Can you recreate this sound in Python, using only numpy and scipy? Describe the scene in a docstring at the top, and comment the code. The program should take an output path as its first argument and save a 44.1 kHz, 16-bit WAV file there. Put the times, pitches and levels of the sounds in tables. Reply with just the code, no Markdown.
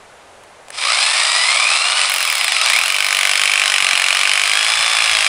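"""A rotary hammer starts on a concrete slab: one turning crank times its blows, gear rattle and whine.
First the trigger clicks and the gears wind up; then the bit is pressed home and the striker engages.
The motor sags once, picks up and hammers on at about fifty blows a second, with a few low overload thumps.
Short bursts of noise and struck resonances make the blows; sine waves make the whine.
Behind it, shaped noise gives a distant garden rush and soft puffs of wind on the microphone."""
import sys
import numpy as np
from scipy import signal
from scipy.fft import rfft, irfft
from scipy.io import wavfile
from scipy.ndimage import uniform_filter1d, minimum_filter1d

SR = 44100
rng = np.random.default_rng(int(sys.argv[2]) if len(sys.argv) > 2 else 0)


def generate_wav(sig):
    """Save sig (samples, or channels by samples) to the path in sys.argv[1] as 16-bit PCM at SR."""
    pcm = np.round(np.clip(np.atleast_2d(sig).T, -1, 1) * 32767).astype(np.int16)
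    wavfile.write(sys.argv[1], SR, pcm)


N = 232838
T = np.arange(N) / SR  # time in seconds
TEETH = 31  # gear teeth passing in one crank turn

# The running gears, before the effect of speed: [t/s, level/dB]
GEAR_LEVEL = [(0.9, -13.5), (1.7, -16.5), (2.05, -17), (2.15, -20), (2.45, -18.5), (2.64, -13),
              (2.92, -22.5), (4.4, -21), (4.87, -17.5), (5.28, -18.5)]
# How hard the bit is pressed home, as strength of the blows: [t/s, level/dB]
FEED = [(2.1, -19), (2.3, -22), (2.47, -16), (2.6, -15), (2.72, -17), (2.95, -19), (3.3, -15), (3.7, -14),
        (4.35, -15), (4.9, -20), (5.25, -16)]
SEAT_S, SEATING_S = 2.69, 1  # the bit starts to seat in its hole, and takes this long
LOOSE_RING_DB, SEATED_RING_DB = -8.25, -22.75  # a loose bit rings more brightly
RING_FROM_TURNS_PER_S, RING_FULL_TURNS_PER_S = 18, 33  # slow strokes are too soft to ring it
FULL_RATTLE_TURNS_PER_S, RATTLE_POWER = 18.5, 1.7  # below this speed the gears grow quiet


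def drill():
    """Crank angle times everything: gears rattle and whine as they gain speed, blows follow the feed."""
    turns, speed, pull = motor()
    seated = np.clip((T - SEAT_S) / SEATING_S, 0, 1)

    blow, ring = hammer(turns)
    ringing = undb(LOOSE_RING_DB * (1 - seated) + SEATED_RING_DB * seated)
    ringing *= np.interp(speed, [RING_FROM_TURNS_PER_S, RING_FULL_TURNS_PER_S], [0, 1])
    blows = undb(curves(FEED)[0]) * (blow + ringing * ring)

    running = undb(curves(GEAR_LEVEL)[0])
    running *= np.tanh(speed / FULL_RATTLE_TURNS_PER_S) ** RATTLE_POWER
    gearbox = gears(turns, speed) + whine(turns, speed, pull, seated)
    return blows + running * gearbox


# Contacts in one stroke, the blow and then two rebounds: [angle/turns, level/dB, scatter/turns]
# (rebound_db is added to the rebounds)
STROKE = [(-.04, 14.5, .005), (0.163, 1.5, .012), (0.543, -0.5, .025)]
# Tone of the cracking concrete: [f/Hz, level/dB]
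CRACK = [(100, -51), (270, -30), (470, -32), (640, -1.5), (950, -10), (1500, 5), (2500, 8.5), (3400, 5),
         (4600, -4.5), (7000, -1.5), (10400, -2.5), (11800, -23.5), (15500, -33)]
# Resonances of the struck bit and chuck: [f/Hz, width/Hz, level/dB]
BIT = [(1250, 260, -1), (2325, 280, -2), (2710, 1140, -5.5), (3990, 150, -2), (5080, 130, 4)]
# Resonances of the slab and housing shaken by each blow: [f/Hz, width/Hz, level/dB]
BODY = [(420, 98, -12.5), (603, 44, -7), (852, 51, 3.5), (1150, 56, -15), (1190, 177, 8), (1530, 200, 4.5)]
# Tone of the bright ring: [f/Hz, level/dB]
RING = [(3000, -74), (9000, -8), (10600, 13.5), (11800, -10), (12800, -1), (14200, -4), (14800, 7),
        (15600, -8)]


def hammer(turns, rebound_db=1, scatter_db=1.03, crack_s=0.0013, rise_s=0.00085, ring_s=0.00057,
           dust_s=0.0037, dust=0.028, bit_db=1.0, body_db=-9):
    """The striker hits once a turn, the bit rebounds twice: steel rings, concrete cracks.

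    Returns the blow and the bright ring."""
    stroke = np.arange(int(turns[-1]) + 2)
    hits = []
    for angle, db, scatter in STROKE:
        chance = rng.standard_normal((len(stroke), 2))
        at = stroke + angle + scatter * chance[:, 0]
        hits.append(contacts(turns, at, undb(db + scatter_db * chance[:, 1])))
    blows = hits[0] + undb(rebound_db) * sum(hits[1:])

    # two fades in a row give each crack a short rise and a tail
    crack_level = fade(fade(blows, rise_s), crack_s)
    crack = unit(colour(crack_level * rng.standard_normal(N), CRACK))

    # the steel chatters briefly against the stone
    chatter = fade(blows, 0.0016) * rng.choice([-1, 1], N)
    struck = unit(blows) + 1.6 * unit(chatter)
    # passing the bit and chuck in turn makes the ring swell before it fades
    bit = resonate(resonate(struck, BIT), [(2630, 1040, 0)])
    body = band(resonate(blows, BODY), 401, 2400)
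    blow = unit(crack + undb(bit_db) * unit(bit) + undb(body_db) * unit(body))

    # a bright ping on each contact, then a faint fizz of crushed stone
    ring_level = fade(blows, ring_s) + dust * fade(blows, dust_s)
    ring = unit(colour(ring_level * rng.standard_normal(N), RING))

    # allow for the silent time before the striker engages
    busy = np.sqrt(np.mean(turns > 0))
    return busy * blow, busy * ring


# Tooth mesh partials, from the first multiple up:
# [level/dB between case resonances at 2 kHz, level/dB on the strongest resonance]
MESH = [(-12.5, -15), (-15.5, -3), (-25, -10.5)]
UPPER_MESH_DB = -6  # multiples 4 to 10, on the strongest resonance
SEATED_WHINE_DB = -32  # added to multiples 4 to 10 as the bit seats and damps them
PULL_DB = 2.5  # added to the lower multiples at full pull, taken off when fully coasting
IDLE_SURGE, PULL_SURGE = .12, 0.64  # surge depth, and what full pull adds to it
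MAINS_HZ, MAINS_PEAK_S = 60, 1.638  # surge rate, and the time of one surge peak
BACKLASH = .026  # play between the teeth, in tooth steps (rms)
SINGS_FROM_TURNS_PER_S = 18.2  # slower teeth only rattle


def whine(turns, speed, pull, seated, throb=0.23, flutter_db=2.2, surge_sharpness=1.5):
    """The tooth mesh sings; partials swell in passing case resonances and all surge with the mains."""
    # play between the teeth roughens the tone
    mesh = TEETH * turns + BACKLASH * walk(200)

    # pulling up to speed deepens the surge; its average power stays level
    surge = IDLE_SURGE + PULL_SURGE * np.maximum(pull, 0)
    mains = np.cos(2 * np.pi * MAINS_HZ * (T - MAINS_PEAK_S))
    feed = np.exp(surge_sharpness * surge * mains)
    feed /= np.sqrt(uniform_filter1d(feed ** 2, SR // MAINS_HZ))

    tone = 0
    for k in range(1, 11):
        pitch = k * TEETH * speed
        resonant = np.sqrt(case_response(pitch))
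        if k <= len(MESH):
            between_db, resonant_db = MESH[k - 1]
            # between its resonances the small case radiates high tones better than low ones
            between = np.minimum(pitch / 2000, 1.6) ** 1.5
            gain = np.hypot(undb(between_db) * between, undb(resonant_db) * resonant)
            gain = gain * undb(PULL_DB * pull)
        else:
            gain = undb(UPPER_MESH_DB + SEATED_WHINE_DB * seated) * resonant
        partial = undb(flutter_db * walk(140)) * np.sin(2 * np.pi * k * mesh)
        tone = tone + gain * unit(partial)

    singing = np.tanh((speed / SINGS_FROM_TURNS_PER_S) ** 4)
    once_a_turn = 1 + throb * np.cos(2 * np.pi * turns)
    return tone * singing * feed * once_a_turn


# Tone of the gear rattle: [f/Hz, level/dB]
RATTLE = [(100, -63), (270, -30.5), (470, -22), (580, -3), (900, -0.5), (1170, 6.5), (1600, -4),
          (2400, 3.5), (4900, -4), (6400, -11.5), (8900, -3), (10600, -11.5), (11700, -37), (13000, -38)]
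# Resonances of the gear case, also heard by the whine: [f/Hz, width/Hz, level/dB]
CASE = [(764, 115, 5), (1218, 96, 9), (2320, 202, 13.5), (3645, 470, 8), (4120, 150, 9), (4830, 160, 1),
        (4970, 250, 8.5), (5750, 140, -10), (7830, 520, 2), (8980, 270, 3.5)]


def gears(turns, speed, flank_db=4, repeat_db=-3.5, knock=0.17, case_db=-3, low_hiss=0.59,
          grit_db=2.1, snap=1.02, snap_s=0.00062):
    """Worn teeth clatter alike on each turn; brushes, fan and grinding flutes add fresh noise."""
    count = 8 * TEETH
    at = np.arange(np.floor(turns[0]), turns[-1])[:, None] + rng.random(count)
    wear = rng.choice([-1, 1], count) * undb(flank_db * rng.random(count))
    clatter = unit(contacts(turns, at.ravel(), np.resize(wear, at.size)))
    # the teeth touch softly at low speed; the repeating clatter is strongest in the bass
    clatter = colour(clatter * np.tanh(speed / 15), [(1200, -0.5), (3000, -6), (8000, -11)])
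    hiss = low_hiss * rng.standard_normal(N) + band(rng.standard_normal(N), 1370, 11850)

    # the piston loads the teeth several times in a turn
    piston = 1 + knock * sum(np.cos(2 * np.pi * k * turns) for k in (2, 3, 5))
    # until the striker engages, the idle piston knocks lightly at both ends of its travel
    ends = np.arange(np.floor(turns[0]), 0, .5)
    chance = rng.random((len(ends), 2))
    knocks = contacts(turns, ends + .15 * chance[:, 0], .5 + chance[:, 1])
    idle = fade(knocks, snap_s)
    # the bit catches on grit, which makes the load flicker
    grit = undb(grit_db * np.clip(walk(450), -2, 2))
    load = (piston + snap * idle) * grit

    rattle = colour((undb(repeat_db) * clatter + hiss) * load, RATTLE)
    case = band(resonate(rng.standard_normal(N) * load, CASE), 607, 8100)
    return unit(unit(rattle) + undb(case_db) * unit(case))


def case_response(pitch, reach=1.29):
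    """Share of power (0-1) that the gear case radiates at this pitch in Hz."""
    top_db = max(db for _, _, db in CASE)
    power = 0
    for hz, width, db in CASE:
        power = power + undb(db - top_db) ** 2 * np.exp(-((pitch - hz) / (reach * width)) ** 2)
    return np.tanh(power)


# Trigger and feed set the speed that the motor heads for: [t/s, speed/(crank turns per second)]
DRIVE = [(0.706, 35.681), (1.331, 31.638), (1.653, 47.52), (2.007, 51.153), (2.254, 31.761), (2.468, 9.062),
         (2.572, 12.527), (2.732, 65.353), (3.087, 45.219), (3.349, 51.834), (3.884, 43.548),
         (4.265, 52.234), (4.437, 48.081), (4.438, 57.621), (4.794, 57.754), (5.257, 48.207)]
INERTIA_S = .2129  # how slowly the rotor follows
ENGAGE_S = 2.098  # the striker engages; crank angle is counted from here
PULL_TURNS_PER_S = 7.3  # speed gap that counts as a strong pull


def motor():
    """The rotor lags behind its drive.

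    Returns crank angle in turns, speed in turns per second, and pull (-1 coasting to 1 pulling)."""
    drive = curves(DRIVE)[0] * (T >= DRIVE[0][0])
    speed = fade(drive, INERTIA_S) / (INERTIA_S * SR)
    turns = np.cumsum(speed) / SR
    pull = np.tanh((drive - speed) / PULL_TURNS_PER_S)
    return turns - np.interp(ENGAGE_S, T, turns), speed, pull


# Low thumps as the hardest blows overload the recorder: [t/s, level/dB]
THUMPS = [(2.736, -42), (2.79, -44), (3.273, -46), (3.415, -47), (3.825, -35.5), (3.932, -38), (4.275, -42)]
# Tone of an overload thump: [f/Hz, level/dB]
THUMP = [(25, -8), (100, -3), (300, 3), (700, -14), (2000, -40)]


def overload(decay_s=0.006):
    """A few low overload thumps at set times: bursts of low noise that die away quickly."""
    s, db = np.transpose(THUMPS)
    return fade(contacts(T, s, undb(db)), decay_s) * unit(colour(rng.standard_normal(N), THUMP))


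# Snaps of the trigger and switch, before their tone is shaped: [t/s, level/dB]
CLICKS = [(.436, -35), (.684, -28.5), (0.704, -20.5)]
# Tone of the snaps: [f/Hz, level/dB]
SWITCH = [(200, -30), (700, 11.5), (2600, 6.5), (4500, -4), (7000, 1), (10500, 2.5), (11800, -29),
          (14000, -12), (16000, -18)]


def trigger(decay_s=0.0017):
    """Small plastic snaps as the switch closes: tiny fading bursts of noise."""
    s, db = np.transpose(CLICKS)
    return colour(fade(contacts(T, s, undb(db)), decay_s) * rng.standard_normal(N), SWITCH)


def yard(x, wet_db=-15, decay_s=0.045):
    """Slab, body and fence scatter a short, thin echo, made with a fading tail of noise."""
    t = T[:SR // 5]
    tail = rng.standard_normal(len(t)) * np.exp(-t / decay_s) * (t > .003)
    echo = signal.fftconvolve(x, tail / np.linalg.norm(tail))[:N]
    return x + undb(wet_db) * echo


# Tone of the distant outdoor rush: [f/Hz, level/dB]
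GARDEN = [(30, -7.5), (60, -5.5), (100, -3), (170, -8), (300, -6.5), (420, 1.5), (620, 3.5), (850, 2.5),
          (1200, -0.5), (2500, -6.5), (5000, -15), (10000, -16), (11600, -28), (15000, -50)]
GARDEN_DB = -43.5  # middle level of the rush, which drifts gently around it
# Puffs of breeze on the microphone: [t/s, length/s to either side, level/dB]
GUSTS = [(4.676, .06, -61), (4.79, 0.039, -44.5), (5.113, 0.04, -45), (5.196, .03, -48)]
# Tone of the puffs: [f/Hz, level/dB]
WIND = [(20, -1), (50, -2), (120, -3), (250, -17), (600, -32)]


def garden():
    """Distant outdoor rush, and soft puffs of wind on the microphone, both from shaped noise."""
    air = unit(colour(rng.standard_normal(N), GARDEN)) * undb(GARDEN_DB + .5 * walk(3.8))
    puffs = sum(undb(db) * np.exp(-((T - s) / length) ** 2) for s, length, db in GUSTS)
    return air + puffs * unit(colour(rng.standard_normal(N), WIND))


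def undb(db):
    """Decibels to gain."""
    return 10 ** (np.asarray(db) / 20)


def unit(x):
    """Scale to a standard deviation of 1."""
    return x / (np.std(x) + 1e-12)


def curves(table):
    """Each column of a timed table, joined by straight lines, at every sample."""
    s, *columns = np.transpose(table)
    return [np.interp(T, s, c) for c in columns]


def contacts(turns, at, size):
    """An impulse wherever a rising curve (crank angle or time) passes one of the given values."""
    out = np.zeros(N)
    live = (at > turns[0]) & (at < turns[-1])
    np.add.at(out, np.searchsorted(turns, at[live]), size[live])
    return out


def fade(x, seconds):
    """Exponential tail after every impulse."""
    return signal.lfilter([1], [1, -np.exp(-1 / (seconds * SR))], x)


def walk(rate):
    """Smooth chance that changes about rate times a second."""
    k = max(int(SR / rate), 1)
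    steps = np.repeat(rng.standard_normal(N // k + 1), k)[:N]
    return unit(uniform_filter1d(steps, k))


def colour(x, points):
    """Filter through [f/Hz, level/dB] points; the cepstrum makes it respond only after the input."""
    size = 4096
    hz, db = np.transpose(points)
    bins_hz = np.arange(size // 2 + 1) * SR / size
    gain = undb(np.interp(np.log(bins_hz + 1), np.log(hz), db))
    cepstrum = irfft(np.log(gain))
    # folding the second half onto the first removes any response ahead of the input
    cepstrum[1:size // 2] *= 2
    cepstrum[size // 2 + 1:] = 0
    return signal.fftconvolve(x, irfft(np.exp(rfft(cepstrum))))[:N]


def resonate(x, modes):
    """Resonances side by side: [f/Hz, width/Hz, level/dB]."""
    return sum(undb(db) * signal.lfilter(*signal.iirpeak(hz, hz / width, SR), x)
               for hz, width, db in modes)


def band(x, low_hz, high_hz):
    """Steep band-pass."""
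    edges = [low_hz, min(high_hz, .45 * SR)]
    return signal.sosfilt(signal.butter(6, edges, "band", fs=SR, output="sos"), x)


def scene():
    """The tool, the thumps and their echo over the garden."""
    tool = drill() + overload() + trigger()
    return (yard(tool) + garden())[None]


TOP_HZ = 15750  # the treble is cut above this


def record(dry, ceiling=0.99):
    """A fast limiter turns down any peak above the ceiling; then the top is cut."""
    size = 129  # samples that share the lowest gain, then smooth it
    gain = minimum_filter1d(np.minimum(1, ceiling / (np.abs(dry) + 1e-9)), size)
    limited = dry * uniform_filter1d(gain, size)
    return signal.sosfilt(signal.ellip(10, .2, 70, TOP_HZ, fs=SR, output="sos"), limited)


dry = scene()
out = record(dry)
generate_wav(out)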